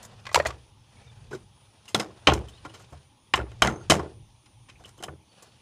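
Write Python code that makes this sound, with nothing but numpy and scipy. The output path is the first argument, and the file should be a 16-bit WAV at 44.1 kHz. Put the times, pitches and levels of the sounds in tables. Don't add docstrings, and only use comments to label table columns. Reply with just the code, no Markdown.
import sys
import numpy as np
from scipy import signal
from scipy.fft import rfft, irfft
from scipy.io import wavfile
from scipy.ndimage import uniform_filter1d, map_coordinates

SR = 44100
rng = np.random.default_rng(int(sys.argv[2]) if len(sys.argv) > 2 else 0)


def store_wav(level_fs):
    pcm = np.round(np.clip(np.atleast_2d(level_fs), -1, 1) * 32767)
    wavfile.write(sys.argv[1], SR, pcm.T.astype(np.int16))


def volts_from_db(level):
    exponent = np.asarray(level, float) / 20
    return 10 ** exponent


N = 247401
T = np.arange(N) / SR


def unit(x):
    return x / np.sqrt(np.mean(x ** 2) + 1e-20)


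def along(points, hz):
    point_hz, values = np.transpose(points)
    return np.interp(np.log(hz + 1), np.log(point_hz + 1), values)


def curves(rows):
    s, *columns = np.transpose(rows)
    return [np.interp(T, s, column) for column in columns]


def wobble(rate_hz):
    knots = rng.standard_normal(int(N * 200 / SR) + 4)
    return map_coordinates(knots, [T * min(rate_hz, 200)])


def swell(start_s, length_s, edge_s):
    end_s = start_s + length_s
    return np.interp(T, [start_s - edge_s, start_s, end_s, end_s + edge_s], [0, 1, 1, 0])


def rush(spectrum, patchy_db):
    hz, _, z = signal.stft(rng.standard_normal(N), SR, nperseg=2048, noverlap=1792)
    patches = uniform_filter1d(rng.standard_normal(z.shape), 16, 0)
    patches = unit(uniform_filter1d(patches, 8, 1))
    z = z * volts_from_db(along(spectrum, hz)[:, None] + patchy_db * patches)
    return unit(signal.istft(z, nperseg=2048, noverlap=1792)[1][:N])


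# time in seconds, level in dB.
LOW_RUMBLE_LEVEL = [(0.0, -58), (0.33, -50), (0.9, -58), (1.29, -52), (1.7, -60), (2.3, -51.5),
                    (2.87, -52.5), (3.2, -62.5), (3.7, -44), (4.2, -52), (4.4, -60), (5.08, -54),
                    (5.3, -65), (5.61, -55.5)]
# frequency in Hz, relative density in dB per Hz.
LOW_RUMBLE_SPECTRUM = [(12, -55.5), (20, -12.5), (67, -0.5), (87, -4), (119, 9), (133, -1), (156, -15.5),
                       (203, -9.5), (228, -28.5), (264, -32.5), (400, -29), (520, -112), (880, -120)]


def low_rumble():
    level_db, = curves(LOW_RUMBLE_LEVEL)
    return volts_from_db(level_db + 2.8 * wobble(5)) * rush(LOW_RUMBLE_SPECTRUM, patchy_db=1.5)


# frequency in Hz, relative density in dB per Hz.
AIR_SPECTRUM = [(120, -27.5), (200, -0.5), (338, -2), (443, -16), (496, -7.5), (738, -11.5), (812, 0),
                (1540, -18.5), (3350, -9.5), (4400, -17.5), (6340, -14.5), (8180, -35), (9000, -28.5),
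                (11700, -55.5), (19800, -120)]
AIR_DB = -65


def open_air():
    return volts_from_db(AIR_DB) * rush(AIR_SPECTRUM, patchy_db=2.2)


# start in seconds, length in seconds, start pitch in Hz, end pitch in Hz, start level in dB.
THIN_TONES = [(0.973, 0.16, 2310, 2350, -64), (1.073, 0.04, 3700, 3580, -59),
              (2.53, 0.064, 3490, 4270, -62), (3.697, 0.14, 6400, 6360, -58),
              (5.295, 0.24, 4480, 4440, -67)]
TONE_EDGE_S, TONE_FADE_DB = 0.012, -4


def thin_tones():
    out = np.zeros(N)
    for s, length_s, start_hz, end_hz, db in THIN_TONES:
        hz, fade_db = curves([(s, start_hz, 0), (s + length_s, end_hz, TONE_FADE_DB)])
        flutter = 1 + 0.75 * wobble(200)
        tone = np.sin(2 * np.pi * np.cumsum(hz + 70 * wobble(200)) / SR)
        out += swell(s, length_s, TONE_EDGE_S) * volts_from_db(db + fade_db) * flutter * tone
    return out


# frequency in Hz, relative density in dB per Hz.
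HISS_SPECTRUM = [(5000, -32), (7000, -8.5), (8800, -15), (9100, -1), (10050, -4.5), (10200, -10),
                 (12000, -15), (15400, -18.5), (16000, -16.5)]


def camera_hiss():
    return volts_from_db(-77.5) * rush(HISS_SPECTRUM, patchy_db=3.4)


# time in seconds, frequency in Hz.
WHINE_PITCH = [(0, 9415), (1.4, 9395), (1.75, 9460), (2.3, 9425), (3, 9485), (3.35, 9420), (4.7, 9368),
               (5.61, 9440)]
# start in seconds, length in seconds, sway depth in Hz.
ROCKING_SPANS = [(1.97, .7, 72), (3.35, 1.5, 45)]
SWAY_RATE_HZ, FOLD_HZ = 12, 29500


def lens_whine():
    hz, = curves(WHINE_PITCH)
    depth_hz = sum(depth * swell(s, length_s, 0.15) for s, length_s, depth in ROCKING_SPANS)
    sway_hz = depth_hz * np.cos(2 * np.pi * SWAY_RATE_HZ * (T - 4.13)) + 5 * wobble(15)
    phase = 2 * np.pi * np.cumsum(hz + sway_hz) / SR
    fold = np.sin(2 * np.pi * FOLD_HZ * T - 2 * phase)
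    return volts_from_db(-70.5 + 2.6 * wobble(12)) * (np.sin(phase) + volts_from_db(-18.5) * fold)


# time in seconds, activity in dB.
HAND_ACTIVITY = [(0.0, -54.5), (0.25, -63.5), (0.52, -58.5), (0.75, -72), (0.98, -61.5), (1.17, -61.5),
                 (1.5, -69), (1.89, -63), (2.1, -60.5), (2.48, -61), (2.7, -62.5), (3.0, -63.5),
                 (3.16, -76), (3.55, -63), (3.75, -63), (4.05, -57.5), (4.2, -72), (4.6, -73),
                 (4.85, -64.5), (5.2, -81), (5.38, -59.5), (5.61, -66)]
# frequency in Hz, relative density in dB per Hz.
RUB_LOW_SPECTRUM = [(120, -19.5), (200, 7.5), (324, -19.5), (358, -13), (396, -1), (2050, -10.5),
                    (2200, -43.5), (2860, -47), (4840, -120)]
RUB_HIGH_SPECTRUM = [(1180, -51.5), (2000, -22.5), (2340, -6.5), (2590, -6.5), (3690, -7.5), (4000, -10.5),
                     (4650, -10), (8800, -20.5), (11400, -53.5), (19400, -120)]
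RUB_LOW_SWING, RUB_LOW_DB, RUB_PIVOT_DB = 1.7, -1.5, -64


def rustle():
    busy_db, = curves(HAND_ACTIVITY)
    low_db = RUB_PIVOT_DB + RUB_LOW_DB + RUB_LOW_SWING * (busy_db - RUB_PIVOT_DB)
    grain = wobble(58)
    low = volts_from_db(low_db + 2.5 * grain) * rush(RUB_LOW_SPECTRUM, patchy_db=1.5)
    high_db = busy_db - 3 + 1.5 * grain + 1.5 * wobble(150)
    return low + volts_from_db(high_db) * rush(RUB_HIGH_SPECTRUM, patchy_db=1.2)


# start in seconds, level in dB, lowest mode in Hz.
BODY_BOOMS = [(0.356, -27.5, 78.3), (0.459, -30, 65.4), (1.327, -36.5, 132), (1.945, -26.5, 118.7),
              (2.271, -17, 76.3), (2.32, -21.5, 61.6), (2.646, -42, 147), (2.922, -37.5, 78.2),
              (3.338, -28.5, 67.7), (3.388, -26.5, 62.4), (3.618, -21.5, 64.8), (3.668, -19.5, 125.7),
              (3.896, -19.5, 81.7), (3.991, -31.5, 76), (5.034, -42.5, 107.3), (5.085, -35, 81.4)]
BODY_T60_80HZ_S, BODY_DAMPING = 0.34, 0.93
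BODY_RISE_S = 0.0088


def booms():
    out, t = np.zeros(N + SR), np.arange(SR) / SR
    for s, db, hz in BODY_BOOMS:
        t60_s = BODY_T60_80HZ_S * (hz / 80) ** -BODY_DAMPING
        swing = np.zeros(SR)
        for ratio, mode_db in [(1, -1), (1.25, -10), (1.8, -6)]:
            swing += volts_from_db(mode_db) * np.sin(2 * np.pi * (hz * ratio * t + rng.random()))
        out[round(s * SR):][:SR] += volts_from_db(db - 60 * t / t60_s) * (1 - np.exp(-t / BODY_RISE_S)) * swing
    return out[:N]


# start in seconds, level in dB, pitch in Hz.
CAP_TOCKS = [(0.27, -33.5, 1062), (0.2933, -35.5, 1970), (0.315, -35.5, 1085), (0.3447, -14.5, 2800),
             (0.359, -1.5, 964), (0.399, -10.5, 592), (0.4, -20.5, 1870), (0.4554, -18, 1960),
             (0.456, -17, 644), (0.504, -27, 1140), (1.314, -31.5, 396), (1.33, -28, 1490),
             (1.333, -25, 391), (1.349, -26, 381), (1.879, -38.5, 2800), (1.9469, -13.5, 3360),
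             (1.997, -21.5, 506), (2.02, -35, 1500), (2.273, -14.5, 312), (2.275, -12.5, 724),
             (2.3205, -16, 1424), (2.4836, -43.5, 3060), (2.5745, -53, 2920), (2.651, -35, 1024),
             (2.6953, -48.5, 2950), (3.3388, -10.5, 3000), (3.34, -7, 1034), (3.386, -26, 357),
             (3.4, -24.5, 1450), (3.62, -8, 1400), (3.6227, -9, 3060), (3.685, -19.5, 1430),
             (3.757, -41, 1348), (3.812, -46.5, 1390), (3.9, -10.5, 3140), (3.902, -20, 313),
             (3.919, -9.5, 630), (3.994, -26.5, 953), (3.995, -30, 1423), (4.0582, -46, 1450),
             (4.06, -33.5, 426), (4.6967, -51, 2470), (4.755, -52, 2470), (4.8465, -39, 2955),
             (4.988, -50.5, 3050), (5.0357, -29.5, 3040), (5.0839, -36.5, 1465)]
# frequency in Hz, t60 in seconds.
TOCK_RING = [(300, 0.081), (400, .05), (1200, .028), (3000, 0.04)]
TOCK_REF_DB, TOCK_SOFT_DB = -12.5, -0.19


def tocks():
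    out, t = np.zeros(N + SR), np.arange(SR // 4) / SR
    for s, db, hz in CAP_TOCKS:
        t60_s = along(TOCK_RING, hz) * volts_from_db(TOCK_SOFT_DB * (db - TOCK_REF_DB))
        wander = uniform_filter1d(np.cumsum(rng.standard_normal(len(t))), size=24)
        drift = wander * 0.04 * (hz / 1000) ** 1.3
        envelope = volts_from_db(db - 60 * t / t60_s) * (1 - np.exp(-(t / 0.001) ** 2))
        out[round(s * SR):][:len(t)] += envelope * np.sin(2 * np.pi * hz * t + drift)
    return out[:N]


# frequency in Hz, t60 in seconds.
BAY_RING = [(100, 0.27), (300, 0.41), (1000, 0.26), (2500, .2), (6000, 0.16), (12000, 0.17)]


def bay_tail(size):
    hz, t, z = signal.stft(rng.standard_normal(size), SR, nperseg=256)
    lumps = volts_from_db(4 * rng.standard_normal(len(t)))
    decay = volts_from_db(-60 * t / along(BAY_RING, hz)[:, None])
    tail = signal.istft(z * lumps * decay, SR, nperseg=256)[1][:size]
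    tail *= 1 - np.exp(-np.arange(size) / SR / 0.0044)
    return tail / np.linalg.norm(tail)


# frequency in Hz, gain in dB.
BAY_GAIN = [(60, -6), (190, 11), (255, -5.5), (320, 9.5), (500, 1), (1500, -2.5), (4000, -3), (12000, 1.5)]
CONTACT_GAIN = [(60, -3), (300, 11), (1100, 13.5), (2800, -1), (7000, 2), (11000, -10), (16000, -23)]
MIDDLE_SHARE, MIDDLE_DB = 0.69, -2.5
TOP_SHARE = 1.4
CRACK, CRACK_S = 0.8, 0.0021


def knocks(hits, modes, fill_db, tail_db, rise_s, drive_db, bass_db):
    size, lead = 20480, 200
    out, t, hz = np.zeros(N + size), np.arange(size) / SR, np.fft.rfftfreq(size, 1 / SR)
    mode_hz, width_hz, mode_db = np.transpose(modes)[:, :, None]
    width_hz = np.maximum(width_hz, mode_hz / 25)
    signs = (-1) ** np.arange(len(mode_hz))[:, None]
    resonance = 1j * hz * width_hz / (mode_hz ** 2 - hz ** 2 + 1j * hz * width_hz)
    shapes = signs * volts_from_db(mode_db) * resonance
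    tail_gain = volts_from_db(tail_db + along(BAY_GAIN, hz))
    tails = [tail_gain * rfft(bay_tail(size=16384), size) for _ in range(12)]
    fade = np.minimum(t * SR / lead, 1) ** 2 * np.clip((t[-1] - t) / 0.1, 0, 1)
    for k, (s, db, dull_db, bright_db, t60_s) in enumerate(hits):
        chatter = rng.standard_normal(size) * volts_from_db(2.0 * rng.standard_normal(size))
        attack = 1 - np.exp(-t / (rise_s * volts_from_db(-0.1 * db)))
        chatter *= volts_from_db(-60 * t / np.clip(t60_s, 0.003, 0.3)) * attack
        chatter += CRACK * volts_from_db(0.15 * db) * np.exp(-t / CRACK_S) * rng.standard_normal(size)
        ring = volts_from_db(fill_db) + volts_from_db(rng.normal(0, 2.5, len(mode_hz))) @ shapes
        broad_ring = np.sqrt(uniform_filter1d(abs(ring) ** 2, 560))
        tilt = [(200, dull_db + bass_db), (500, dull_db), (1100, MIDDLE_DB + MIDDLE_SHARE * dull_db),
                (2800, 0), (7000, bright_db), (14000, TOP_SHARE * bright_db)]
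        colour_db = along(CONTACT_GAIN, hz) + along(tilt, hz)
        blow = rfft(chatter / np.linalg.norm(chatter)) * ring / broad_ring
        spread = np.sqrt(uniform_filter1d(abs(blow) ** 2, 300))
        answer = spread * tails[k % 12] * volts_from_db(0.15 * db)
        heard = (blow + answer) * volts_from_db(colour_db + db + drive_db)
        out[round(s * SR):][:size] += np.roll(irfft(heard), lead) * fade
    return out[lead:N + lead]


HARD_DB = -13
SETTLE_S, SETTLE_DB, SETTLE_DB_PER_S = 0.2, -46, -90.5
SETTLE_DULL_DB, SETTLE_BRIGHT_DB = 18, -12


def settling(hits):
    blow_s = np.array([row[0] for row in hits if row[1] > HARD_DB])[:, None]
    after_s = SETTLE_S * (np.arange(4) + rng.random((len(blow_s), 4))) / 4
    times_s = (blow_s + after_s).ravel()
    levels_db = (SETTLE_DB + SETTLE_DB_PER_S * after_s).ravel()
    return [(s, db, SETTLE_DULL_DB, SETTLE_BRIGHT_DB, 0.025) for s, db in zip(times_s, levels_db)]


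# start in seconds, level before drive in dB, dull gain in dB,
# bright gain in dB, contact t60 in seconds.
JUG_CONTACTS = [(0.027, -43, -1.5, 7.5, 0.09), (0.0489, -47, -3, 11.5, 0.046),
                (0.2529, -29.5, -16.5, -16, 0.041), (0.2666, -23.5, -14, -14, 0.036),
                (0.2901, -34.5, -6, -13.5, 0.038), (0.3139, -36, -5, -12, 0.043),
                (0.327, -38.5, -4.5, 3, 0.059), (0.3448, -8, -8, -4.5, 0.018),
                (0.3558, -6.5, -14.5, -8.5, 0.031), (0.3744, -25.5, 12, -11.5, 0.024),
                (0.398, -19, 1.5, -19.5, 0.042), (0.4512, -27.5, -2, -10, 0.017),
                (0.4594, -14.5, -9.5, -17, 0.046), (0.4675, -26, -5.5, 2, 0.036),
                (0.4833, -30, -1, -8, 0.09), (0.5053, -27, -9, -15, 0.021)]
# frequency in Hz, least width in Hz, mean level in dB.
JUG_MODES = [(614, 62.7, -15), (940, 37, -4.5), (1980, 80, -13), (2264, 36, -2.5), (2470, 15, -3.5),
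             (2800, 80, -7.5), (3456, 20, -19.5), (3383, 21, -25.5), (4320, 29, -8), (6160, 47, -29),
             (7100, 52, -24.5), (7330, 37, 0), (8500, 25, -26.5)]


def jug_rattle():
    return knocks(JUG_CONTACTS, JUG_MODES, fill_db=-7.5, tail_db=-11.5, rise_s=0.0012, drive_db=21.0, bass_db=-12)


# start in seconds, level before drive in dB, dull gain in dB,
# bright gain in dB, contact t60 in seconds.
COVER_CONTACTS = [(1.3096, -36.5, 2, -7, 0.076), (1.3264, -34.5, 2.5, -3, 0.14),
                  (1.3482, -34, -22, -6, 0.035), (1.8549, -42, -20, -4, 0.025), (1.8805, -35, -15, 2, 0.11),
                  (1.9462, -7.5, -5.5, -5, 0.025), (1.9975, -13.5, -8.5, -7, 0.038),
                  (2.0294, -41.5, 10.5, -10, 0.0093), (2.2711, 7, -19, -23, 0.031),
                  (2.2826, -14, 7, -13, 0.041), (2.3191, -28, 12, -6.5, 0.022),
                  (2.336, -22.5, -6.5, 2, 0.024), (2.4838, -48, -5, 7, 0.08),
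                  (2.582, -41, -32.5, -16, 0.038), (2.6495, -31, 1.5, -9.5, 0.052),
                  (2.6953, -44, -10, -7, 0.071), (2.7385, -31, -10.5, -7, 0.12),
                  (2.7924, -44.5, 1.5, 2, 0.12), (2.8199, -56, -2, 7, 0.036), (2.8988, -54.5, 2, 3, 0.089),
                  (2.9217, -48.5, 12.5, 1, 0.09), (3.3373, -2, -15, -18, 0.02),
                  (3.3564, -23, -5.5, -1, 0.04), (3.3866, -39.5, 20.5, -21, 0.068),
                  (3.5154, -39, -8.5, -10.5, 0.019), (3.6207, 1.5, -12.5, -12.5, 0.026),
                  (3.6346, -16, -6.5, -17.5, 0.045), (3.6546, -18.5, 1, -20, 0.055),
                  (3.6728, -10, -5.5, -12, 0.013), (3.899, -5.5, -3, -3, 0.035),
                  (3.905, 1, -19.5, -8.5, 0.047), (3.9193, -11, 2, -8.5, 0.019),
                  (3.9392, -33.5, 2.5, -8, 0.11), (3.9929, -31, 12, -10, 0.039),
                  (4.0611, -56.5, 19.5, -12, 0.016), (4.4586, -41, -22.5, -10, 0.035),
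                  (4.686, -34, -11, -13, 0.078), (4.698, -34, -38, -12, 0.022),
                  (4.7964, -51.5, 12, -2, 0.087), (4.8384, -41, -12, -8, 0.022), (4.855, -47, 4, 4, 0.039),
                  (4.8742, -43, -6, -1, 0.12), (4.8912, -50, -12, 6, 0.014), (4.977, -54, 10, 8, 0.048),
                  (5.0004, -49, 13.5, 1, 0.066), (5.026, -32.5, 4, -1.5, 0.0095),
                  (5.0353, -29.5, 1, 4.5, 0.034), (5.0822, -34.5, 9, -36, 0.028),
                  (5.4236, -46.5, 3.5, 9.5, 0.047)]
# frequency in Hz, least width in Hz, mean level in dB.
COVER_MODES = [(300, 44, -27), (747.5, 60, 0), (1082, 45, -9), (1390, 30, 0), (1440, 120, -22),
               (2054, 8, -4), (2390, 53, -35.5), (3060, 9.3, -1.5), (3590, 22, -59), (3770, 28, -5.5),
               (5036, 24, 2.5), (5530, 75, 3), (6380, 9.7, -3.5), (6720, 31, -7), (8000, 41, -19),
               (7930, 44, -11), (8490, 27, -48), (10100, 56, -31.5)]


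def cover_knocks():
    hits = COVER_CONTACTS + settling(COVER_CONTACTS)
    return knocks(hits, COVER_MODES, fill_db=-10, tail_db=-6.5, rise_s=0.0032, drive_db=19, bass_db=2.5)


def scene():
    background = low_rumble() + open_air() + thin_tones() + camera_hiss() + lens_whine()
    handling = rustle() + booms() + tocks() + jug_rattle() + cover_knocks()
    return (background + handling)[None]


def roll_off(x):
    return signal.sosfilt(signal.butter(12, 16470, fs=SR, output="sos"), x)


def record(dry):
    soft = dry / (1 + abs(dry / 0.98) ** 4) ** (1 / 4)
    hz = np.fft.rfftfreq(N, 1 / SR)
    top = np.clip((15750 - hz) / 300, 0, 1) ** 2
    bass_cut = 1 / (1 - 1j * 45 / (hz + 1))
    finished = irfft(rfft(soft) * top * bass_cut, N)
    return roll_off(finished)


dry = scene()
out = record(dry)
store_wav(out)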